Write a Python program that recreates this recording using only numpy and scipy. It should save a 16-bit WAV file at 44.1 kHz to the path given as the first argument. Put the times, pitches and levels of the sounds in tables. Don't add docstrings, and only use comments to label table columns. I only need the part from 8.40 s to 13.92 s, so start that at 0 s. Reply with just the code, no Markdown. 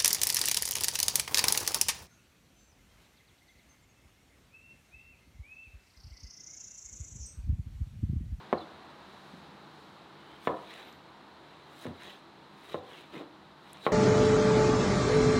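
import sys
import numpy as np
from scipy import signal
from scipy.fft import rfft, irfft
from scipy.io import wavfile
from scipy.ndimage import uniform_filter1d

SR = 44100
rng = np.random.default_rng(int(sys.argv[2]) if len(sys.argv) > 2 else 0)


def generate_wav(signal):
    frames = np.transpose(np.atleast_2d(signal))
    scaled = np.clip(frames, -1, 1) * 32767
    pcm = np.round(scaled).astype(np.int16)
    wavfile.write(sys.argv[1], SR, pcm)


N = 243431
TIME = np.arange(N) / SR

# f/Hz, level per Hz/dB
RUSH_SPECTRUM = [(15, -62), (25, -12), (48, -30), (77, -3.5), (113, -11.5), (140, -1.5), (198, -5.5),
                 (221, -4), (340, -1), (537, -6), (945, -0.5), (2420, -15.5), (3930, -18), (5880, -32),
                 (15500, -47.5)]
# f/Hz, width/Hz, boost/dB
RUSH_RESONANCES = [(147.2, 9.6, 7), (197.6, 13.7, 11.5), (330, 15, 5), (980, 270, -1), (3970, 840, 5.5)]
# middle t/s, length/s, extra treble level/dB
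HISS_SWELLS = [(.88, 0.45, 4), (1.42, 0.32, 3)]
# f/Hz, level/dB, t60/s
BOARD_MODES = [(89.6, -21, 0.35), (159, -8, 0.079), (232, -9, 0.069), (340.6, 2.5, 0.037),
               (447, 1.5, 0.018), (506, 2.5, 0.041), (576.5, 4, 0.023), (714, -1, 0.037), (782, -8, 0.089),
               (975, -4, 0.031), (1042, 2, 0.039), (1280, -36, .055), (1313, -12.5, 0.042),
               (1746, -11, 0.057), (1846, -9, 0.055), (1944, -8.5, 0.027), (2200, -3, 0.013),
               (2650, -9, 0.02), (2947, -6, 0.019), (3130, -6, 0.0067), (3650, 3, 0.0088)]
# t/s, level/dB, contact cut-off f/Hz, pitch factor,
# f/Hz favoured by the spot struck, its boost/dB, tail level/dB before the tail's filters, tail t60/s
BLOWS = [(.128, -26.5, 1260, 0.98, 800, 4, -5.5, 0.38), (0.1326, -36, 457, 1.01, 339, 17.5, -10, 0.3),
         (.933, -56.5, 259, 1.1, 181, 24, 5, 0.82), (2.073, -28, 1610, 0.94, 1090, 3, 0, 0.44),
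         (3.454, -41.5, 735, 1.01, 250, 10, -5, 0.35), (3.466, -48.5, 2300, 0.94, 1900, 5, 1.5, 0.44),
         (3.4727, -39, 240, 0.99, 106, 19, -2.5, 0.31), (3.4862, -43, 300, 1.49, 230, 12, -7, .2),
         (3.507, -48.5, 320, 1.21, 271, 12, 1, 0.28), (4.344, -35, 1150, 0.98, 457, 5, -3.5, 0.43),
         (4.348, -41, 130, 1.08, 85, 16, -13, 0.5), (4.7661, -47.5, 260, 1, 182, 14.5, -10, .3),
         (4.8045, -44, 420, 1.16, 200, 1, -15, .3), (5.4655, -26.5, 1820, 1.02, 445, 3, 0, 0.46)]
# delay/s, level/dB
ECHOES = [(.0046, -6.5), (.0081, -12.5), (0.0113, -16)]
# t/s, peak level/dB, centre f/Hz
SNAPS = [(0.1287, -50, 8600), (.209, -61, 12000), (2.339, -46, 6050), (2.5268, -51, 6000),
         (3.468, -48, 7000), (3.634, -46, 8000), (3.6475, -53, 9900), (4.611, -51, 9900),
         (5.305, -47, 3600), (5.332, -37, 8600), (5.372, -43.5, 3200)]
# middle t/s, length/s, f/Hz at the middle, glide/(octaves per s), level/dB
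SQUEAKS = [(0.186, .015, 4110, -4.5, -47.5), (0.211, .012, 3950, -4.5, -49), (0.227, 0.03, 3480, -2, -52),
           (2.49, .19, 12000, -.03, -75), (5.445, .06, 3940, 1, -49)]
# f/Hz, level per Hz/dB
RASP_SPECTRUM = [(60, -51), (350, 7.5), (1000, -2), (1900, 3), (2600, 0.5), (3400, 2.5), (4050, 0),
                 (4500, -12.5), (6000, -16.5), (12000, -27.5)]
FIZZ_SPECTRUM = [(2000, -47), (4500, 6), (6500, 1.5), (9000, 3), (12500, -3.5), (15500, -2.5)]
# t/s at the fastest, time of the last 10 dB of swell/s,
# rasp level/dB, wet fizz level/dB, singing f/Hz
CUTS = [(2.068, 0.0243, -49, -59.5, 3450), (3.451, 0.086, -50, -60.5, 3947), (4.338, 0.1, -50, -62.5, 3800),
        (5.462, 0.026, -44, -60.5, 3950)]
# middle t/s, length/s, rasp level/dB, wet fizz level/dB,
# singing f/Hz at the middle, its glide/(octaves per s)
SLIDES = [(1.93, .36, -60.5, -81, 3100, 0.5), (2.161, 0.182, -64, -78, 3900, 0),
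          (2.361, 0.296, -51, -70, 3920, 0), (3.132, 0.243, -63.5, -95, 3950, 0),
          (3.674, .2, -50, -69, 3870, 0), (4.558, .2, -52.5, -71, 2752, -3),
          (4.769, .12, -51.5, -72, 3750, 0), (5.334, .2, -57.5, -73, 3900, 0)]
# t/s at full grip, length held/s, level/dB
JUDDERS = [(4.746, 0.029, -42.5), (4.802, 0.017, -42)]

RUSH_DB = -53
RUSH_START_DB, SETTLE_S = 3, 0.83
FADE_DB_PER_S = 0.32
HISS_DB = 3.5
STOP_S = 0.04
JUICE_LEAD_S = 0.017
FIZZ_POWER = 0.79
GRIP_S, LET_GO_S = 0.014, 0.015
MIC_LOW_HZ = 73.6
EDGE_HZ = 15900


def amp(db):
    return 10 ** (np.asarray(db) / 20)


def unit(x):
    return x / np.sqrt(np.mean(x ** 2) + 1e-20)


def add(mix, s, sound):
    part = mix[max(round(s * SR), 0):][:len(sound)]
    part += sound[:len(part)]


def cut(x, hz, kind, order=2):
    return signal.sosfilt(signal.butter(order, hz, kind, fs=SR, output="sos"), x)


def colour(x, spectrum, peaks=()):
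    hz = np.fft.rfftfreq(len(x), 1 / SR)
    points, levels = np.transpose(spectrum)
    db = np.interp(np.log(hz + 1), np.log(points), levels)
    for centre, width, boost in peaks:
        db = db + boost / (1 + (2 * (hz - centre) / width) ** 2)
    return unit(irfft(rfft(x) * amp(db), len(x)))


def arch(t, middle, length):
    return amp(-10 * np.minimum((2 * (t - middle) / length) ** 2, 20))


def background(treble_hz=5000):
    level_db = RUSH_DB + RUSH_START_DB * np.exp(-TIME / SETTLE_S) - FADE_DB_PER_S * TIME
    treble_db = HISS_DB + sum(db * arch(TIME, s, length) for s, length, db in HISS_SWELLS)
    rush = colour(rng.standard_normal(N), RUSH_SPECTRUM, RUSH_RESONANCES)
    treble = cut(rush, treble_hz, "high")
    treble = cut(treble[::-1], treble_hz, "high")[::-1]
    return amp(level_db) * (rush + (amp(treble_db) - 1) * treble)


def board(contact_hz, stretch, spot_hz, spot_db, spot_q=3.45, top_hz=4200, travel_s=0.0015):
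    t = np.arange(SR // 2) / SR
    ring = np.zeros(len(t))
    for hz, db, t60 in BOARD_MODES:
        ring -= amp(db - 60 * t / t60) * np.cos(2 * np.pi * hz * stretch * t)
    spot = signal.lfilter(*signal.iirpeak(spot_hz, spot_q, SR), ring)
    ring = ring + (amp(spot_db) - 1) * spot
    pole = np.exp(-2 / (travel_s * SR))
    ring = signal.lfilter([pole, -1], [1, -pole], ring)
    ring = cut(ring, contact_hz, "low")
    return cut(ring, top_hz, "low", order=8)


def surroundings(x, t60=0.51, delay=0.006, build=0.0028, low_hz=210, dull_hz=1450):
    t = np.arange(SR // 2) / SR
    tail = rng.standard_normal(len(t)) * np.exp(-t / 0.05)
    for _ in range(3):
        spectrum = rfft(tail)
        power = uniform_filter1d(abs(spectrum) ** 2, size=15)
        tail = irfft(spectrum / np.sqrt(power), len(t))
    tail = tail / np.sqrt(uniform_filter1d(tail ** 2, size=800) + 1e-14)
    tail = tail * np.exp(-np.log(1000) * t / t60) * np.clip((t - delay) / build, 0, 1)
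    tail = tail / np.linalg.norm(tail)
    tail = cut(tail, dull_hz, "low", order=3)
    tail = cut(tail, low_hz, "high", order=1)
    return signal.fftconvolve(x, tail)[:len(x)]


def knocks(body_db=-7):
    out = np.zeros(N)
    for s, db, contact_hz, stretch, spot_hz, spot_db, tail_db, t60 in BLOWS:
        knock = amp(db) * board(contact_hz, stretch, spot_hz, spot_db)
        add(out, s, knock + amp(tail_db) * surroundings(knock, t60))
        body = surroundings(knock, t60=0.032, delay=0.00073, build=0.0037, low_hz=650, dull_hz=4000)
        add(out, s, amp(body_db) * body)
        for delay, echo_db in ECHOES:
            add(out, s + delay, amp(echo_db) * knock)
    return out


def snaps(decay_s=0.00059, band_ratio=1.26):
    t = np.arange(500) / SR
    out = np.zeros(N)
    for s, db, hz in SNAPS:
        burst = rng.standard_normal(len(t)) * np.exp(-t / decay_s)
        crack = cut(burst, [hz / band_ratio, hz * band_ratio], "band")
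        add(out, s, amp(db) * crack / abs(crack).max())
    return out


def squeak(waver=0.01, rough=0.52):
    out = np.zeros(N)
    for s, length, hz, glide, db in SQUEAKS:
        t = np.arange(-length, length, 1 / SR)
        wobble = unit(cut(rng.standard_normal(len(t)), 390, "low"))
        grit = unit(cut(rng.standard_normal(len(t)), 390, "low"))
        pitch = hz * 2 ** (glide * t) * (1 + waver * wobble)
        whistle = np.sin(2 * np.pi * np.cumsum(pitch) / SR)
        add(out, s - length, amp(db) * arch(t, 0, length) * (1 + rough * grit) * whistle)
    return out


def grains(per_s, spread_db):
    size = amp(spread_db * np.minimum(rng.exponential(1, N), 4))
    return size * rng.standard_normal(N) * (rng.random(N) < per_s / SR)


def patchy(x, patch_db):
    z = signal.stft(x, nperseg=512, noverlap=384)[2]
    patches = uniform_filter1d(rng.standard_normal(z.shape), size=4, axis=0)
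    patches = uniform_filter1d(patches, size=10, axis=1)
    flared = signal.istft(z * amp(patch_db * unit(patches)), nperseg=512, noverlap=384)[1]
    return unit(flared[:N])


def swell(t, top_s, rise_s):
    return amp(-10 * np.minimum(np.maximum((top_s - t) / rise_s, (t - top_s) / STOP_S), 20))


def blade_motion():
    strokes = []
    for s, rise_s, rasp_db, fizz_db, hz in CUTS:
        speed = swell(TIME, s, rise_s)
        juice = swell(TIME, s - JUICE_LEAD_S, rise_s)
        strokes.append((amp(rasp_db) * speed, amp(fizz_db) * juice, np.full(N, hz)))
    for s, length, rasp_db, fizz_db, hz, glide in SLIDES:
        speed = arch(TIME, s, length)
        pitch = hz * 2 ** (glide * np.clip(TIME - s, -length, length))
        strokes.append((amp(rasp_db) * speed, amp(fizz_db) * speed ** FIZZ_POWER, pitch))
    rasp, fizz, pitch = (np.array(part) for part in zip(*strokes))
    sing_hz = np.average(pitch, axis=0, weights=rasp ** 2)
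    return np.linalg.norm(rasp, axis=0), np.linalg.norm(fizz, axis=0), sing_hz


def slicing(sing_db=-8, sing_width_hz=100, flutter_db=0.9):
    rasp_gain, fizz_gain, sing_hz = blade_motion()
    rasp = patchy(colour(grains(per_s=5000, spread_db=0.5), RASP_SPECTRUM), patch_db=2.5)
    fizz = patchy(colour(grains(per_s=8900, spread_db=2.5), FIZZ_SPECTRUM), patch_db=3.0)
    slow_noise = cut(rng.standard_normal(N), sing_width_hz, "low")
    sing = unit(slow_noise * np.sin(2 * np.pi * np.cumsum(sing_hz) / SR))
    flutter = amp(flutter_db * unit(cut(rng.standard_normal(N), 63, "low")))
    return flutter * (rasp_gain * (rasp + amp(sing_db) * sing) + fizz_gain * fizz)


def judder(slips_hz=190, uneven=0.48, tail_db=-8):
    forces = []
    for s, length, db in JUDDERS:
        away = np.maximum((s - TIME) / GRIP_S, (TIME - s - length) / LET_GO_S)
        forces.append(amp(db) * np.exp(-np.clip(away, 0, 20)))
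    force = np.max(forces, axis=0)
    rate = slips_hz * np.exp(uneven * unit(uniform_filter1d(rng.standard_normal(N), size=250)))
    slips = np.diff(np.floor(np.cumsum(rate) / SR), prepend=0)
    push = board(contact_hz=2000, stretch=0.96, spot_hz=298, spot_db=14)
    push = push / np.linalg.norm(push) * np.sqrt(SR / slips_hz)
    out = signal.fftconvolve(slips * force, push)[:N]
    return out + amp(tail_db) * surroundings(out)


def scene():
    thuds = cut(knocks() + judder(), MIC_LOW_HZ, "high", order=6)
    return (background() + thuds + snaps() + squeak() + slicing())[None]


def record(dry):
    low_pass = signal.firwin(511, EDGE_HZ, window=("kaiser", 9), fs=SR)
    return signal.oaconvolve(dry, low_pass[None], "same")


dry = scene()
out = record(dry)
generate_wav(out)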